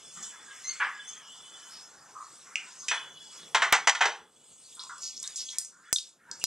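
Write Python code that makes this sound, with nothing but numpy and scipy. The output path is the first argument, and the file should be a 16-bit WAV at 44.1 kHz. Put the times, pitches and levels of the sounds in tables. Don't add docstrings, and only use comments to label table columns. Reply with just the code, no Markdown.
import sys
import numpy as np
from scipy import signal
from scipy.io import wavfile
from scipy.ndimage import uniform_filter1d

SR = 44100
rng = np.random.default_rng(int(sys.argv[2]) if len(sys.argv) > 2 else 0)


def dump(signal):
    limited = np.clip(np.atleast_2d(signal).T, -1, 1)
    pcm = np.round(limited * 32767).astype(np.int16)
    wavfile.write(sys.argv[1], SR, pcm)


N = 284886
BINS = np.fft.rfftfreq(2048, 1 / SR)


def gain_of(db):
    return 10 ** (np.asarray(db) / 20)


def evened(x):
    return x / np.sqrt(np.mean(x ** 2) + 1e-20)


def read(points, hz):
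    f, value = np.transpose(points)
    return np.interp(np.log(hz + 1), np.log(f + 1), value)


def curve(rows, t):
    s, *columns = np.transpose(rows)
    return [np.interp(t, s, c) for c in columns]


def add(mix, s, sound):
    part = mix[..., round(s * SR):][..., :sound.shape[-1]]
    part += sound[..., :part.shape[-1]]


def bell_db(hz, centre_hz, octaves):
    return -6 * (np.log2((hz + 1) / centre_hz) / octaves) ** 2


def spell_db(t, start, hold, rise, fall):
    before = (start - t) / rise
    after = (t - start - hold) / fall
    return -20 * np.maximum(np.maximum(before, after), 0)


# f/Hz, likeness [0 to 1]
LEFT_RIGHT_LIKENESS = [(60, 1), (150, 1.0), (380, 1), (950, 1.0), (2380, 1), (5980, 1), (15000, 0.1)]


def diffuse(count, level_db, size=256):
    hop = size // 4
    frames = count // hop + 5
    hz = np.fft.rfftfreq(size, 1 / SR)[:, None]
    t = np.arange(frames) * hop / SR
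    a, b, c, d = rng.standard_normal((frames, len(hz), 4)).T
    same = np.clip(read(LEFT_RIGHT_LIKENESS, hz), 0, 1)
    left = a + 1j * b
    right = same * left + np.sqrt(1 - same ** 2) * (c + 1j * d)
    spectrum = np.array([left, right]) * gain_of(level_db(hz, t))
    return signal.istft(spectrum, nperseg=size, noverlap=size - hop)[1][:, :count]


def patches(hz, t, wide, long):
    grain = rng.standard_normal((len(t), len(hz))).T
    blurred = uniform_filter1d(grain, size=wide, axis=0)
    return evened(uniform_filter1d(blurred, size=long, axis=1))


def resonate(x, hz, width):
    turn = np.exp(2j * np.pi * np.cumsum(hz * np.ones(len(x))) / SR)
    r = np.exp(-np.pi * width / SR)
    return 2 * (turn * signal.lfilter([1 - r], [1, -r], x / turn)).real


def causal(colour_db):
    log_gain = np.maximum(colour_db, -100) * np.log(10) / 20
    circle = np.r_[log_gain, log_gain[-2:0:-1]]
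    return np.fft.ifft(np.exp(np.conj(signal.hilbert(circle)))).real


# f/Hz, time to fall by 60 dB [s]
KITCHEN_DECAY = [(300, 0.54), (600, 0.22), (1000, 0.35), (2000, 0.28), (6000, 0.28), (12000, .2)]


def in_kitchen(direct, room_db):
    t = np.arange(SR // 2) / SR
    tail = diffuse(SR // 2, lambda hz, t: -60 * t / read(KITCHEN_DECAY, hz))
    tail *= np.clip(t / 0.0016 - .3, 0, 1)
    wet = signal.fftconvolve(direct[None], tail / np.linalg.norm(tail[0]), axes=1)
    out = gain_of(room_db) * wet
    add(out, 0, direct)
    return out


# t/s, hiss level/dB, centre of the fizz f/Hz
FIZZ_COURSE = [(0.0, -55.5, 6500), (0.25, -45, 6600), (0.4, -55, 6300), (0.68, -47.5, 6000),
               (0.92, -56, 6200), (1.6, -51.5, 6600), (1.75, -48, 5400), (2.01, -60, 6000),
               (2.34, -52.5, 7600), (2.6, -55.5, 6100), (2.95, -45.5, 6200), (3.12, -60, 6500),
               (3.38, -48, 5200), (3.55, -57.5, 5500), (4.26, -70.5, 7500), (4.43, -60.5, 7800),
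               (4.75, -51.5, 7500), (4.95, -53.5, 6500), (5.3, -47, 6400), (5.6, -50.5, 7020),
               (5.76, -68, 7800), (6.08, -56, 6600), (6.22, -80.5, 6500), (6.46, -46, 5800)]
# f/Hz, relative level/dB
FRYING_COLOUR = [(1470, -29.5), (2500, -12.5), (2840, -13.5), (3020, -13.5), (3220, -20.5), (3370, -8),
                 (4110, -11.5), (5250, -8), (5870, -10.5), (7920, -5), (10900, -20), (14000, -40),
                 (16500, -65.5)]
FIZZ_SKIRT_DB = -6


def fizz():
    def field(hz, t):
        centre = curve(FIZZ_COURSE, t)[1]
        hump = np.maximum(bell_db(hz, centre, 0.5), FIZZ_SKIRT_DB)
        return read(FRYING_COLOUR, hz) + hump + 3.76 * patches(hz, t, wide=5, long=40)
    hiss = evened(diffuse(N, field))
    is_tick = rng.random(N) < 900 / SR
    sizes = gain_of(3. * np.minimum(rng.exponential(1, N), 4)) * is_tick
    kind = rng.integers(0, 12, N)
    ticks = np.zeros(N)
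    for k, hz in enumerate(np.geomspace(3800, 8500, 12)):
        bubble = causal(bell_db(BINS, hz, .16) + read(FRYING_COLOUR, hz))
        ticks += signal.oaconvolve(sizes * (kind == k), bubble)[:N]
    level = gain_of(curve(FIZZ_COURSE, np.arange(N) / SR)[0])
    return level * (hiss + 0.21 * evened(ticks))


# t/s, click peak level/dB, centre f/Hz, spread [octaves], room level/dB beside the direct sound
SEED_POPS = [(1.0859, -41, 6600, 0.41, 15.5), (4.7517, -34, 8170, 0.17, -2), (4.794, -28.5, 4060, 0.21, 2),
             (4.8363, -33, 7050, .3, -3), (4.9821, -34, 7000, 0.42, 1), (5.0413, -26, 6400, .4, -3),
             (5.178, -29, 5400, .3, -5), (5.2003, -25, 6800, 0.29, -19), (5.2294, -19, 7000, 0.55, -10),
             (5.24, -30, 3800, .2, 2), (5.2759, -18.5, 6400, 0.42, -19), (5.3594, -21, 6340, 0.42, 5),
             (5.3715, -26, 7300, .2, -6), (5.3779, -25, 5460, 0.6, 4), (5.4872, -31.5, 3740, 0.3, 4),
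             (5.5852, -6.5, 7220, 0.58, -5.5), (5.648, -25, 6750, 0.34, -1.5),
             (5.92857, -4.5, 6930, 0.5, -2.5), (5.9605, -14.5, 3830, 0.18, -10.5),
             (5.9851, -15.5, 4420, 0.43, -7), (6.314, -20.5, 5620, 0.4, -3), (6.3979, -33, 7000, 0.33, 6),
             (6.44022, -5.5, 5550, 0.55, -5)]


def pop(db, hz, octaves, room_db):
    treble_loss = 2.6 * np.maximum(BINS - 9500, 0) / 1000
    click = causal(bell_db(BINS, hz, octaves) - treble_loss)
    echoes = rng.standard_normal(400) * (rng.random(400) < .1) * 0.41 * np.exp(-np.arange(400) / 110)
    echoes[:12] = 0
    echoes[0] = 1
    direct = signal.fftconvolve(click, echoes)
    return gain_of(db) * in_kitchen(direct / abs(click).max(), room_db)


# t/s, level/dB, body centre f/Hz, spread [octaves], bass level/dB, treble level/dB,
# rattle decay [s], room level/dB beside the direct sound
PAN_KNOCKS = [(0.7988, -13.5, 1608, 0.58, -29, -40, 0.04, 6.5),
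              (2.5568, -17, 2520, 0.24, -35.5, -16.5, 0.0016, -3.5),
              (2.8833, -17, 2500, 0.5, -51, 1.5, 0.0057, 0),
              (2.9124, -15, 1650, 0.88, -16.5, -26.5, 0.015, -2),
              (3.5471, -7, 1630, 0.98, -11.5, -13, 0.011, -4),
              (3.6201, -8, 1540, 0.83, -17.5, -16, 0.013, -1.5),
              (3.7242, -4.5, 1630, 0.82, -13, -10, 0.023, -8.5),
              (3.8722, -5.5, 1610, 0.95, -12.5, -8, 0.025, -13.5),
              (3.896, -12, 1980, 0.76, -28, -5, 0.0018, -24.5),
              (3.950, -18.5, 1580, 0.93, -23.5, -11, 0.008, -1.5),
              (4.008, -7, 1550, 0.87, -15, -18.5, 0.028, -5),
              (4.055, -13, 1740, 1.02, -5, -14.5, 0.0066, -1.5),
              (4.895, -29.5, 1327, 0.36, -37, -22, 0.004, 4.5)]
# f/Hz, half-width [Hz], relative level/dB
PAN_MODES = [(769, 110, 4), (896, 95, -3), (1180, 260, -13), (1410, 20, -6), (1540, 13, -1), (1740, 56, -7),
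             (2021, 54, 2.5), (2490, 21, -23), (3120, 160, -4), (3780, 230, -3.5), (4330, 120, -12.5),
             (5943, 53, 8.5), (8400, 1100, -9.5)]


def knock(db, hz, octaves, bass_db, treble_db, rattle, room_db):
    t = np.arange(round(.08 * SR)) / SR
    contacts = rng.laplace(size=len(t)) * (rng.random(len(t)) < .3)
    contacts *= np.minimum(t / .0025, 1) * np.exp(-t / max(rattle, .0005))
    contacts[0] = 3.
    modes = sum(gain_of(g) / (1 + ((BINS - f) / w) ** 2) for f, w, g in PAN_MODES)
    body = gain_of(bell_db(BINS, hz, octaves)) + gain_of(treble_db + bell_db(BINS, 6090, 0.38))
    body = body / (1 + (660 / (BINS + 1)) ** 10)
    body = body + gain_of(bass_db + bell_db(BINS, 540, 0.63))
    colour = 20 * np.log10(body * (0.9 + 0.89 * modes))
    sound = in_kitchen(signal.fftconvolve(contacts, causal(colour)), room_db)
    return gain_of(db - 13) * sound / np.sqrt(np.mean(sound[:, :1300] ** 2))


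# t/s, f/Hz, starting level/dB, time to fall by 60 dB [s]
HANDLE_RING = (2.8845, 2516, -27, .22)


def ring(hz, db, t60):
    t = np.arange(round(t60 * SR)) / SR
    return gain_of(db - 60 * t / t60) * np.sin(2 * np.pi * hz * t)


# start t/s, length [s], top partial f/Hz, its level/dB before the fade, lower partials level/dB
METAL_SQUEAKS = [(.64, 0.044, 6240, -30.5, -10), (0.669, 0.099, 6376, -29, -15.5),
                 (1.069, .14, 6380, -36.5, -45), (5.05, 0.082, 6600, -43, -33),
                 (5.447, 0.13, 6470, -39, -40)]
SQUEAK_RISE_S, SQUEAK_FADE_DB = 0.016, -21.5
SQUEAK_LOWER_HOLD = 0.57
SQUEAK_BEND, SQUEAK_BEND_S = 0.0203, 0.019


def squeak(length, hz, db, lower_db):
    t = np.arange(0, length, 1 / SR)
    grain = rng.standard_normal((2, SR // 5))
    pitch_slips, level_slips = evened(uniform_filter1d(grain, size=150, axis=1))[:, :len(t)]
    bend = 1 - SQUEAK_BEND * np.exp(-t / SQUEAK_BEND_S)
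    turn = 2 * np.pi * np.cumsum(hz * bend * (1 + 0.0064 * pitch_slips)) / SR
    lower = np.sin(turn / 3) + .9 * np.sin(2 * turn / 3)
    fade_db = SQUEAK_FADE_DB * t / length
    stack = np.sin(turn) + gain_of(lower_db - SQUEAK_LOWER_HOLD * fade_db) * lower
    shape = np.minimum(t / SQUEAK_RISE_S, 1) * gain_of(fade_db)
    return gain_of(db + 2 * level_slips) * shape * stack * signal.windows.tukey(len(t), .1)


# t/s, length [s], centre f/Hz, width of each filter pass [Hz], level/dB before the fade
OIL_SWISHES = [(0.131, 0.061, 7060, 3000, -48), (0.223, 0.034, 6500, 2950, -37.5),
               (4.793, 0.056, 4970, 2000, -44.5), (5.001, 0.13, 6370, 2770, -39.5),
               (5.02, 0.092, 5130, 2440, -38.5), (5.161, 0.032, 5570, 2470, -40.5),
               (5.211, 0.11, 6740, 3500, -45), (5.388, 0.051, 5220, 2980, -34),
               (5.496, 0.052, 6000, 3000, -41.5)]
SPIT_DB, SPIT_S = 1.5, 0.00061


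def swish(length, hz, width, db):
    band = tone(length, hz, width, db)
    smooth = uniform_filter1d(rng.standard_normal(SR // 5), round(SPIT_S * SR))
    clumps = gain_of(SPIT_DB * evened(smooth))
    return band * evened(clumps)[:len(band)]


# t/s, length [s], f/Hz, width of each filter pass [Hz], level/dB before the fade
FUZZY_TONES = [(0.139, 0.083, 192, 68, -57.5), (0.304, 0.058, 1670, 36, -50.5),
               (0.468, 0.079, 1636, 61, -48), (0.692, 0.027, 4440, 260, -35.5),
               (0.928, 0.11, 1662, 45, -43), (1.093, 0.31, 3226, 151.2, -54),
               (1.152, 0.13, 1663, 38.89, -59.5), (1.216, 0.17, 2920, 129.6, -53),
               (1.693, 0.2, 5230, 594, -50.5), (2.139, .13, 1168, 237.6, -43.5),
               (2.781, 0.057, 6300, 324, -44), (4.764, 0.082, 1160, 629.6, -52.5),
               (4.831, .05, 1050, 410.4, -50), (5.456, 0.095, 3340, 184, -46.5),
               (5.737, 0.11, 1584, 44.7, -67), (6.409, 0.052, 2770, 540, -44),
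               (6.261, 0.092, 1598, 28, -55.5), (6.262, 0.11, 943, 35.64, -58)]


def tone(length, hz, width, db):
    t = np.arange(round(length * SR)) / SR
    band = rng.standard_normal(len(t))
    for _ in range(3):
        band = resonate(band, hz, width)
    return gain_of(db) * evened(band) * signal.windows.tukey(len(t), .4) * np.exp(-t / length)


# start t/s, hold [s], upper tone level/dB, lower tone level/dB relative to it
WHISTLE_SPELLS = [(0.03, 0.16, -59.5, -5.5), (0.233, 0.12, -58, -5.5), (0.507, 0.063, -59.5, -1),
                  (0.716, 0.31, -61.5, -7), (1, 0.1, -54.5, -5.5), (1.307, 0.19, -57.5, -1),
                  (1.558, 0.13, -60, 0), (2.911, 0.068, -43.5, -3.5), (3.163, 0.68, -58, -9.5),
                  (4.155, 0.033, -66.5, -4), (4.36, .3, -74, -2), (4.945, 0.53, -66, -7),
                  (5.863, 0.066, -66.5, -10.5)]
# t/s, f/Hz
WHISTLE_PITCH = [(0, 3445), (1.9, 3450), (2.9, 3420), (3.2, 3392), (6.46, 3395)]
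# share of the upper pitch, width of each filter pass [Hz]
WHISTLE_PAIR = [(1, 55), (.879, 110)]
WHISTLE_RISE_S, WHISTLE_FALL_S = .03, 0.23


def whistles():
    t = np.arange(N) / SR
    upper, lower = np.zeros(N), np.zeros(N)
    for start, hold, db, lower_db in WHISTLE_SPELLS:
        spell = gain_of(db + spell_db(t, start, hold, WHISTLE_RISE_S, WHISTLE_FALL_S))
        upper += spell
        lower += spell * gain_of(lower_db)
    hz = curve(WHISTLE_PITCH, t)[0]
    out = np.zeros(N)
    for (share, width), level in zip(WHISTLE_PAIR, (upper, lower)):
        smooth = uniform_filter1d(rng.standard_normal(N), size=900)
        waver = evened(uniform_filter1d(smooth, size=900))
        band = resonate(rng.standard_normal(N), share * hz, width)
        band = resonate(band, share * hz, width)
        out += level * gain_of(1.5 * waver) * evened(band)
    return out


# start t/s, hold [s], level/dB, centre f/Hz, spread [octaves]
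RUSTLE_SWELLS = [(0.172, .07, -53.5, 1300, 0.53), (0.33, 0.12, -57, 1450, .6),
                 (0.498, 0.13, -57, 1600, 0.62), (0.685, .14, -54.5, 1850, 0.77),
                 (0.968, 0.25, -59.5, 1720, 0.62), (1.513, 0.31, -63.5, 1350, 0.88),
                 (1.952, 0.28, -61.5, 1080, 0.69), (2.459, 0.25, -57.5, 1450, 0.55),
                 (2.817, 0.14, -59.5, 1170, 0.33), (3.0, 0.095, -56, 1370, 0.77),
                 (3.326, 0.072, -59.5, 1550, 0.57), (5.238, 0.053, -56.5, 1490, 0.77),
                 (5.531, 0.052, -58, 1570, 0.77), (5.73, .1, -65, 1300, 0.44),
                 (5.845, .09, -58, 1640, 0.39), (6.204, .06, -66, 1640, 0.38),
                 (6.289, 0.078, -58.5, 1370, 0.59)]
# t/s, level/dB
RUSTLE_BED_LEVEL = [(0, -66), (1.2, -62.5), (4.2, -67.5), (4.26, -78.5), (6.46, -80.5)]
RUSTLE_BED_HZ, RUSTLE_OCTAVES = 1190, 0.66
RUSTLE_RISE_S, RUSTLE_FALL_S = 0.022, 0.1


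def rustle():
    def field(hz, t):
        def hump(db, centre, octaves):
            narrowness = RUSTLE_BED_HZ * RUSTLE_OCTAVES / (centre * octaves)
            return gain_of(db + bell_db(hz, centre, octaves)) ** 2 * narrowness
        power = hump(curve(RUSTLE_BED_LEVEL, t)[0], RUSTLE_BED_HZ, RUSTLE_OCTAVES)
        for start, hold, db, *colour in RUSTLE_SWELLS:
            swell_db = db + spell_db(t, start, hold, RUSTLE_RISE_S, RUSTLE_FALL_S)
            power = power + hump(swell_db, *colour)
        return 10 * np.log10(power + 1e-30) + 3.7 * patches(hz, t, wide=3, long=10)
    unit = diffuse(SR, lambda hz, t: bell_db(hz, RUSTLE_BED_HZ, RUSTLE_OCTAVES), size=1024)
    return diffuse(N, field, size=1024) / unit.std()


# f/Hz, relative level/dB
HUSH_COLOUR = [(15, -41.5), (30, -19.5), (80, -6.5), (180, 5.5), (313, 2), (450, 4.5), (726, -1.5),
               (1390, -3.5), (1680, -18.5), (2750, -8.5), (5570, -19.5), (7510, -10.5), (11000, -11),
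               (14500, -26), (16500, -48)]
# t/s, level/dB
HUSH_COURSE = [(0.0, -65.5), (2.85, -66), (3.05, -61), (3.3, -65.5), (3.52, -59.5), (4.25, -68),
               (5.28, -67), (5.9, -72.5), (6.15, -72), (6.3, -65), (6.46, -63.5)]


def hush():
    def field(hz, t):
        return read(HUSH_COLOUR, hz) + 2 * patches(hz, t, wide=20, long=8)
    level = gain_of(curve(HUSH_COURSE, np.arange(N) / SR)[0])
    return level * evened(diffuse(N, field, size=1024))


def scene():
    mix = fizz() + whistles() + rustle() + hush()
    for s, *row in SEED_POPS:
        add(mix, s, pop(*row))
    for s, *row in PAN_KNOCKS:
        add(mix, s, knock(*row))
    add(mix, HANDLE_RING[0], in_kitchen(ring(*HANDLE_RING[1:]), -3))
    for s, *row in METAL_SQUEAKS:
        add(mix, s, in_kitchen(squeak(*row), -6))
    for sound, rows in (swish, OIL_SWISHES), (tone, FUZZY_TONES):
        for s, *row in rows:
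            add(mix, s, in_kitchen(sound(*row), -5))
    return mix


# approximate t/s, jump on the left, jump on the right [wave height, before the limit]
WAVE_CRACKS = [(3.72575, -1.25, -1.2), (5.92877, 1.05, 0), (6.44047, .72, 0)]
EDGE_HZ = 16800


def record(dry):
    ports = np.array([np.r_[0, dry[0, :-1]], dry[1]])
    power_db = 10 * np.log10(abs(uniform_filter1d((ports ** 2).mean(0), size=600)) + 1e-12)
    fall = np.arange(N) * 22.0 / SR
    held_db = np.maximum.accumulate(power_db + fall) - fall
    over_db = np.maximum(held_db + 10.5, 0)
    late = signal.lfilter([1 / 5000], [1, 1 / 5000 - 1], over_db)
    ducked = ports / gain_of(0.51 * late)
    for s, *heights in WAVE_CRACKS:
        near = ducked[0, round(s * SR) - 30:][:60]
        at = np.argmin(heights[0] * (near[:-1] + near[1:])) - 30
        add(ducked, s + at / SR, np.outer(heights, np.ones(2)))
    ducked = np.clip(ducked, -.68, .68)
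    band_edge = signal.firwin(511, EDGE_HZ, window=("kaiser", 9), fs=SR)
    return signal.oaconvolve(ducked, band_edge[None], "same")


dry = scene()
out = record(dry)
dump(out)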